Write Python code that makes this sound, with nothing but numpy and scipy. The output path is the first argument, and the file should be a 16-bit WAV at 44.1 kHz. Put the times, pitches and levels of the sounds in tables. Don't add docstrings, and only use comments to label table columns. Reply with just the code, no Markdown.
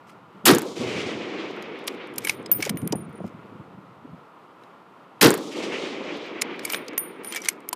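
import sys
import numpy as np
from scipy import signal
from scipy.fft import rfft, irfft
from scipy.io import wavfile
from scipy.ndimage import uniform_filter1d

SR = 44100
rng = np.random.default_rng(int(sys.argv[2]) if len(sys.argv) > 2 else 0)


def rack_gain(trim_db):
    fader = np.asarray(trim_db, float)
    return 10 ** (fader / 20)


def dump(signal):
    limited = np.clip(np.atleast_2d(signal).T, -1, 1)
    pcm = np.round(limited * 32767).astype(np.int16)
    wavfile.write(sys.argv[1], SR, pcm)


N = 341775
TIME = np.arange(N) / SR
STEPS = TIME[::64]

# t/s, level/dB
SHOTS = [
    (0.4537, -3.5),
    (5.2104, -3.5),
]


def evened(x):
    return x / np.sqrt(np.mean(x ** 2) + 1e-20)


def read(points, hz):
    f, value = np.transpose(points)
    return np.interp(np.log(hz + 1), np.log(f + 1), value)


def add(mix, s, sound):
    part = mix[round(s * SR):][:len(sound)]
    part += sound[:len(part)]


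def coloured(spectrum, size):
    hz = np.fft.rfftfreq(size, 1 / SR)
    white = rfft(rng.standard_normal(size))
    return evened(irfft(white * rack_gain(read(spectrum, hz)), size))


def band(x, lo_hz, hi_hz):
    return signal.sosfilt(signal.butter(2, [lo_hz, hi_hz], "bandpass", fs=SR, output="sos"), x)


def lumps(hz, depth_db, size=N):
    slow = signal.sosfilt(signal.butter(2, hz, fs=SR, output="sos"), rng.standard_normal(size))
    return rack_gain(depth_db * evened(slow))


def joined(slow):
    return np.interp(TIME, STEPS, slow)


def ramp(start, end, start_db, end_db, swell, lull):
    db = np.interp(STEPS, [start, end + 1e-4], [start_db, end_db])
    db -= abs(swell) * np.maximum(start - STEPS, 0)
    db -= abs(lull) * np.maximum(STEPS - end, 0)
    return rack_gain(db)


def traffic():
    # f/Hz, level per Hz/dB
    far_engines = [(30, -42.5), (60, -25.5), (183, -4), (218, -8.5), (342, -5.5), (480, -8.5), (758, -8.5),
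                   (926, -5.5), (1420, -7.5), (1500, -17), (2920, -23.5), (6010, -40), (15500, -47.5)]
    level_db, duck_db, recover_s = -50, -9, .3
    after = sum(np.exp(-np.maximum(TIME - s, 0) / recover_s) * (TIME > s) for s, db in SHOTS)
    return rack_gain(level_db + duck_db * after) * coloured(far_engines, N) * lumps(4.4, 0.62)


def wind():
    # peak t/s, level/dB, swell/(dB/s), lull/(dB/s)
    gusts = [
        (.43, -53, 22, 300),
        (.8, -36, 293, 35.5),
        (2.2, -46, 198.5, 30),
        (2.619, -44.5, 70, 30),
        (2.97, -39, 61.5, 81),
        (3.3, -55, 20.5, 26),
        (3.75, -53.5, 23, 46),
        (4.12, -50.5, 61.5, 196),
    ]
    # t/s, peak level/dB, f/Hz
    puffs = [(0.348, -44, 182), (0.442, -30, 200), (2.72, -30, 190), (2.757, -29, 200), (2.842, -26, 200),
             (2.396, -33.5, 276), (2.491, -32, 367), (2.559, -34, 157), (2.593, -27, 260),
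             (2.664, -24.5, 415), (2.699, -21, 188), (2.739, -22.5, 179), (2.826, -21, 163),
             (2.858, -25, 188), (2.926, -17, 320), (2.949, -23, 191), (2.988, -31, 208), (3.062, -35, 144),
             (3.136, -36, 230), (3.18, -37, 253), (3.204, -29.5, 210), (3.241, -24, 193), (3.26, -37, 183),
             (3.299, -44, 320), (3.339, -35.5, 159), (3.384, -44, 144), (3.521, -38, 263),
             (3.549, -37.5, 196), (3.591, -34, 140.5), (3.698, -42.5, 206), (3.775, -40.5, 224),
             (3.829, -50, 210), (4.047, -36, 210), (4.09, -42, 170), (4.127, -33, 153.6)]
    puff_s, puff_turns = .011, 2.2
    gust_gain = joined(sum(ramp(s, s, db, db, swell, lull) for s, db, swell, lull in gusts))
    out = gust_gain * evened(band(rng.standard_normal(N), 101, 210)) * lumps(21, 3.4)
    for (s, db, hz), chance in zip(puffs, rng.standard_normal((len(puffs), 4096))):
        size = int((puff_s + puff_turns / hz) * SR)
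        wobble = np.clip(1 + 0.32 * evened(uniform_filter1d(chance, 150))[:size], .6, 2)
        turns = 2 * np.pi * np.cumsum(hz * wobble) / SR
        churn = evened(band(chance, 1.1 * hz, min(2.23 * hz, 850)))[-size:]
        swelling = np.sin(np.pi * np.linspace(0, 1, size) ** 0.82)
        add(out, s - .002, rack_gain(db) * (np.sin(turns) + 0.29 * churn) * swelling)
    return band(out, 85, 3000)


def case():
    # f/Hz, t60/s, partner f/Hz, partner level/dB, partner t60/s
    brass = [(9590, .25, 9625, -7, .3), (12560, .14, 12625, -7, .22), (14440, .085, 14530, -11, .22)]
    # t/s, low pair level/dB, middle pair level/dB, top pair level/dB, caught after t/s
    knocks = [(2.184, -70, -60, -55.5, .06), (2.246, -54, -38, -41, .05), (2.270, -36, -38, -40, 0.021),
              (2.300, -44, -42, -40, .13), (2.517, -39, -60, -7.5, .16), (2.534, -37, -46, -44, .09),
              (2.696, -75, -60, -52, .04), (2.772, -39.5, -45, -40, .1), (2.876, -58, -58, -58, .045),
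              (2.956, -39, -51, -54, 0.11), (3.093, -70, -75, -75, 0.023), (3.127, -67, -77, -74, .03),
              (3.155, -57, -76, -80, .15), (6.680, -57, -52, -60, .04), (6.700, -55, -38, -42, .03),
              (6.722, -32.5, -38, -29, 0.074), (6.76, -45, -48, -39, .12), (6.98, -27, -23.5, -21, .22),
              (6.99, -33, -30, -32, .2), (7.236, -55, -70, -52, .012), (7.246, -37, -42, -43, .078),
              (7.273, -35, -46, -60, .05), (7.305, -60, -58, -45, .03), (7.487, -70, -44, -55, .05)]
    out, t = np.zeros(N), np.arange(SR // 4) / SR
    strike = np.minimum(t / .0005, 1) * (1 + .8 * np.exp(-t / .004))
    for (s, *dbs, caught), chance in zip(knocks, rng.random((len(knocks), 6))):
        ring = np.zeros(len(t))
        for k, (db, mode) in enumerate(zip(dbs, brass)):
            hz, t60, partner_hz, partner_db, partner_t60 = mode
            tumble = 1 + 0.0011 * (chance[k] - .5)
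            first = rack_gain(-60 * t / t60) * np.sin(2 * np.pi * hz * tumble * t)
            partner = rack_gain(partner_db - 60 * t / partner_t60)
            partner = partner * np.sin(2 * np.pi * partner_hz * t + chance[k + 3])
            facing = lumps(35, 3.2, size=len(t)) ** np.minimum(t / .015, 1)
            ring += rack_gain(db) * (first + partner) * facing
        add(out, s, ring * strike * np.clip((caught - t) / 0.0062, 0, 1))
    return out


def clicks():
    # t/s, peak level/dB, bright
    # level/dB, deep level/dB
    steel_clicks = [(0.0967, -38, -15, -3), (1.563, -45, -23, -20), (1.6237, -32, -27, -28),
                    (1.7886, -40, -20, -10), (1.869, -28, -17, -23), (1.8745, -16, -12, -25),
                    (1.8785, -11, -22.5, -14), (2.159, -30, -15, -20), (2.1812, -9, -6.5, -14.5),
                    (2.2479, -13.5, -11, -8.5), (2.2706, -13, -16, -6), (2.2844, -16, -23, -17),
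                    (2.2945, -6.5, -26, -19), (2.4598, -26.5, -27, -21), (2.5152, -3.5, -0.5, -7),
                    (2.533, -41.5, -10, -23.5), (2.6241, -10, -17.5, -16.5), (2.65, -17.5, -23, -29),
                    (2.6937, -8, -16.5, -16.5), (2.7581, -38, 3, 1), (2.7708, -26.5, -22, -2),
                    (2.8165, -35, -12, -10), (2.8746, -13, -3.5, -10), (2.9229, -13, -22, -23),
                    (3.458, -49.5, -31, -4), (4.6354, -41, -29, -5),
                    (6.091, -44, -36, -8), (6.171, -39, -25, -18), (6.264, -42, -18, -6),
                     (6.409, -37, -15, -19), (6.414, -15.5, -20, -31), (6.418, -5.5, -20, -16),
                     (6.5614, -38, -15, 5.5), (6.5925, -22.5, -29, -10), (6.6354, -38, -7, -8),
                     (6.6502, -10, -7, -16), (6.699, -15, -14, -7), (6.7224, -23, -14, -17),
                     (6.7332, -12.5, -16, -3), (6.7444, -11, -17, -1.5), (6.8813, -23, -30, -24),
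                     (6.932, -30, -21, 4), (6.978, -4, -2, -4), (7.2457, -26, -27, -9),
                     (7.268, -30, -25, 0), (7.3225, -16.5, -19, -16), (7.3468, -18, -14, -6),
                     (7.3599, -15, -15, -10), (7.366, -18, -18, -10), (7.374, -23, -18, -12),
                     (7.418, -27.5, -17, -34), (7.4474, -22.5, -21, -24), (7.456, -16, -25, -7),
                     (7.4855, -3, -16.5, -20), (7.6036, -43, -15, -25), (7.689, -10, -1, -10),
                     (7.7285, -11, -18, -20),
                    (1.51, -40, -30, -25), (1.84, -45, -10, -25), (2.072, -42, -8, -25), (2.138, -40, -15, -25),
             (2.24, -34, -12, -20), (2.4267, -45, -12, -25), (2.494, -50, -12, -25), (2.61, -32, -16, -20),
             (2.661, -22, -20, -18), (2.896, -48, -8, -20), (3.265, -46, -15, -20), (6.6753, -32, -25, -5),
             (6.8634, -48, -15, -15), (7.235, -42, -15, -20), (7.284, -36, -20, -15),
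             (7.306, -38, -20, -10), (7.337, -28, -25, -6), (7.403, -36, -15, -10), (7.434, -40, -2, -20),
             (7.442, -34, -14, -20), (7.497, -22, -16, -18), (7.53, -42, -20, -20), (7.682, -42, -25, -8),
             (7.712, -48, -5, -20)]
    rise_s, hold_s, usual_t60 = .0015, .0008, 0.021
    bright_from_db, bright_per_db = -7, 0.27
    light_from_db, light_per_db = -16, .022
    out, t = np.zeros(N), np.arange(2048) / SR
    contacts = steel_clicks
    hz = np.geomspace(400, 15500, 24)
    for (s, db, bright_db, deep_db), ragged in zip(contacts, rng.standard_normal((len(contacts), 24))):
        colour = [(400, deep_db - 4.5), (900, deep_db + 0.5), (2200, deep_db), (5000, -12.0),
                  (10000, bright_db + 4.5), (14500, bright_db - 2), (15500, bright_db - 8)]
        uneven = list(zip(hz, read(colour, hz) + 3.0 * ragged))
        hardness = bright_per_db * max(bright_db - bright_from_db, 0)
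        lightness = light_per_db * max(light_from_db - db, 0)
        t60 = usual_t60 * np.exp(-hardness - lightness)
        fading = np.maximum(t - 2 * rise_s - hold_s * t60 / usual_t60, 0)
        shape = np.minimum(t / (2 * rise_s), 1) ** 2 * rack_gain(-60 * fading / max(t60, .004))
        add(out, s - rise_s, rack_gain(db - 11.5) * coloured(uneven, size=2048) * shape)
    return out


def slides():
    # start t/s, end t/s, start level/dB, end level/dB
    strokes = [(2.193, 2.235, -69, -68), (2.245, 2.31, -57, -52), (2.609, 2.662, -58.5, -47),
               (2.69, 2.72, -71, -76), (3.246, 3.279, -77, -72), (.09, .11, -70, -72),
               (4.625, 4.645, -82, -82), (1.885, 1.92, -70, -78), (6.648, 6.75, -58, -55),
               (7.256, 7.315, -71, -68), (7.325, 7.38, -56, -53), (7.39, 7.43, -79, -84),
               (7.445, 7.5, -54, -58), (7.5, 7.56, -74, -81), (2.31, 2.335, -66, -76),
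               (1.93, 1.945, -72, -72), (2.585, 2.61, -72, -64), (6.75, 6.775, -60, -68)]
    edge = 599.5
    grit = coloured([(600, -18.5), (1200, 6), (2300, 3.5), (6000, -0.5), (13000, -10.5), (15500, -9.5)], N)
    gain = joined(sum(ramp(*row, edge, edge) for row in strokes))
    return rack_gain(10) * gain * grit * lumps(260, 4.6)


def bolt():
    # f/Hz, width/Hz, level/dB
    steel = [(2250, 320, 5.5), (2970, 220, -2.5), (5030, 110, -1), (5940, 100, -36.5), (8200, 540, -17)]
    # t/s, f/Hz, level/dB, t60/s
    rings = [(2.249, 2250, -19, 0.034), (2.295, 2250, -14, 0.03), (2.461, 5030, -29, 0.02),
             (2.536, 5030, -40.5, 0.029), (2.627, 2250, -17, 0.036), (6.652, 2270, -19, 0.024),
             (6.702, 2320, -26, 0.042), (6.746, 2270, -38, 0.075), (7.327, 3170, -33, 0.098),
             (7.361, 2300, -26, 0.14), (7.418, 5800, -29.5, 0.028), (7.486, 2210, -7, 0.014),
             (7.729, 990, -18.5, 0.033), (7.689, 13500, -14, .012), (1.624, 4800, -47, .03),
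             (4.635, 3900, -52, .03), (2.695, 4880, -24, .015), (2.923, 4940, -28, .015),
             (6.415, 7010, -22, .012), (6.652, 9000, -24, .015), (2.182, 12600, -22, .015),
             (2.272, 3110, -24, .02), (1.879, 3240, -22, .015), (6.882, 4820, -34, .015),
             (7.729, 4890, -24, .015), (7.487, 7500, -17, .012), (2.875, 12800, -22, .012),
             (3.204, 615, -22, 0.013), (3.243, 685, -24.5, 0.016), (2.93, 900, -18, 0.024),
             (2.95, 700, -22, .015)]
    drive = band(clicks() + slides(), 350, 17000)
    out = drive.copy()
    for hz, width, db in steel:
        out += rack_gain(db) * signal.lfilter(*signal.iirpeak(hz, hz / width, SR), drive)
    t = np.arange(6000) / SR
    for s, hz, db, t60 in rings:
        shape = rack_gain(db - 60 * t / t60) * np.minimum(t / 0.00085, 1)
        add(out, s, shape * np.sin(2 * np.pi * hz * t) * lumps(112, 1.8, size=len(t)))
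    return out


def returns(shot_s, db):
    # t/s, roll level/dB, middle level/dB, hiss level/dB, t60/s
    fronts = [(0.148, -25.5, -47.5, -46, .4), (.2, -36.5, -56, -50.5, 2.9), (.25, -50, -52, -43, .12),
              (.297, -37, -39, -42, .2), (.345, -25.5, -64, -42, .3), (.405, -36, -34.5, -38.5, .4),
              (.5, -35.5, -36.5, -45, .6), (.6, -37.5, -37.5, -44, .4), (.87, -32, -38, -57, .4),
              (1.28, -40, -42, -60, .4), (1.54, -43, -42, -57, .4)]
    # first level/dB, fade/(dB/s), steepening/(dB/s^2)
    wood = [
        (-32, 5, 1),
        (-40, 3.5, 2.5),
        (-47, 13.5, 1.5),
    ]
    wood_s, wood_rise_s, front_rise_s = 0.31, .04, 0.018
    gains = []
    for k, (first_db, fade, steepening) in enumerate(wood):
        u = np.maximum(STEPS - shot_s - wood_s, 0)
        answer = (1 - np.exp(-u / wood_rise_s)) * rack_gain(first_db - fade * u - steepening * u ** 2)
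        power = answer ** 2
        for delay, *dbs, t60 in fronts:
            u = np.maximum(STEPS - shot_s - delay, 0)
            front = np.minimum(u / front_rise_s, 1) * rack_gain(dbs[k] - np.minimum(60 * u / t60, 200))
            power = power + front ** 2
        gains.append(joined(rack_gain(db) * np.sqrt(power)))
    return gains


def trees(shot_s, gains):
    # f/Hz, level per Hz/dB
    roll = [(35, -59), (60, -41.5), (199, -6), (247, -3), (281, -1.5), (316, 1), (470, -1.5), (666, -11.5),
            (1300, -17), (1690, -49), (2860, -120)]
    # f/Hz, level/dB
    hiss_colour = [(500, -44), (800, -18), (1300, -5), (1750, -3), (2250, 5.5), (2650, 3), (3050, 3.5),
                   (4000, -1.5), (7000, -3), (11000, -11), (15500, -17)]
    air_db = 48
    hz, t, z = signal.stft(rng.standard_normal(N), SR, nperseg=256)
    loss_db = air_db * (hz[:, None] / 10000) ** 0.97 * np.clip(t - shot_s, 0, 3)
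    gain = rack_gain(read(hiss_colour, hz)[:, None] - loss_db)
    out = gains[0] * coloured(roll, N) * lumps(30, 1.6)
    upper = np.clip((hz[:, None] - 2800) / 900, 0, 1)
    for share, lo_hz, hi_hz, column in ((1 - upper, 1500, 2800, 1), (upper, 4000, 7000, 2)):
        mean_power = np.mean(gain[(hz > lo_hz) & (hz < hi_hz)] ** 2, 0)
        inside = np.sqrt(mean_power * (hi_hz - lo_hz) / (SR / 2))
        hiss = signal.istft(z * gain * share / inside, SR, nperseg=256)[1][:N]
        out += gains[column] * hiss * lumps(9, 1.7)
    return out


def echoes(size):
    # first t/s, spacing t/s, twin after t/s, twin level/dB, [level/dB of each]
    posts = (.0597, .0354, .0095, -14, [-13, -12, -14, -26, -42])
    # f/Hz, level per Hz/dB
    slap_colour = [(300, -9), (1500, -7), (5000, -12), (7000, 0), (10000, -2), (16000, -5)]
    # t/s, level/dB, half length t/s
    banks = [(.13, -11, .0006), (.095, -12, .0008), (.365, -21, .0016), (.394, -16, .0012),
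             (.42, -20, .0014), (.511, -19, .0012)]
    out, u = np.zeros(size), np.arange(600) / SR
    first, spacing, twin, twin_db, dbs = posts
    for k, db in enumerate(dbs):
        slap = (np.exp(-u / .001) + .2 * np.exp(-u / .005)) * coloured(slap_colour, size=600)
        add(out, first + k * spacing, rack_gain(db) * slap)
        add(out, first + k * spacing + twin, rack_gain(db + twin_db) * slap)
    for delay, db, half in banks:
        pulse = np.minimum(u / (.3 * half), 1) * np.cos(np.pi * u / half) * np.exp(-u / (2.2 * half))
        add(out, delay, rack_gain(db) * pulse)
    return out


def blast():
    # low f/Hz, high f/Hz, level/dB, delay t/s, rise t/s, hold t/s, t60/s
    layers = [
        (300, 520, -11.5, .008, 0.014, 0.05, 0.3),
        (140, 420, -9, .004, 0.02, 0.052, 0.25),
        (513, 2040, -12.5, .0, 0.008, 0.04, 0.28),
        (1500, 6000, -12.5, 0.00057, 0.00064, 0.03, 0.2),
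        (5926, 15000, -12.5, 0.000011, 0.001385, 0.016, 0.18),
        (900, 5500, -12, .044, .002, .006, .04),
        (2000, 6500, -22, .08, .001, .002, .03),
        (1200, 5000, -33, .1, .01, .02, .3),
    ]
    t = np.arange(SR * 6 // 10) / SR
    out = echoes(len(t))
    for lo_hz, hi_hz, db, delay, rise, hold, t60 in layers:
        u = np.maximum(t - delay, 0)
        shape = (1 - np.exp(-u / max(rise, 2e-4))) * rack_gain(db - 60 * np.maximum(u - hold, 0) / t60)
        noise = band(band(rng.standard_normal(len(t)), lo_hz, hi_hz), lo_hz, hi_hz)
        out += shape * evened(noise) * lumps(92, 2.2, size=len(t))
    return out


def scene():
    answers_db = [0.37, 0.5]
    mix = traffic() + wind() + case() + bolt()
    for (s, db), answer_db in zip(SHOTS, answers_db):
        mix += trees(s, returns(s, answer_db))
        add(mix, s, rack_gain(db) * blast())
    return mix[None]


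def band_limit(x):
    return signal.sosfilt(signal.butter(12, 16500, fs=SR, output="sos"), x)


def record(dry):
    heard = signal.sosfilt(signal.butter(2, 80, "highpass", fs=SR, output="sos"), dry)
    ceiling = .64
    held = heard / (1 + abs(heard / ceiling) ** 8) ** (1 / 8)
    held = signal.sosfilt(signal.butter(2, 28, "highpass", fs=SR, output="sos"), held)
    top = signal.firwin2(255, [0, 15200, 15600, 16500, SR / 2], [1, 1, .03, .02, 0], fs=SR)
    return band_limit(signal.oaconvolve(held, top[None], "same"))


dry = scene()
out = record(dry)
dump(out)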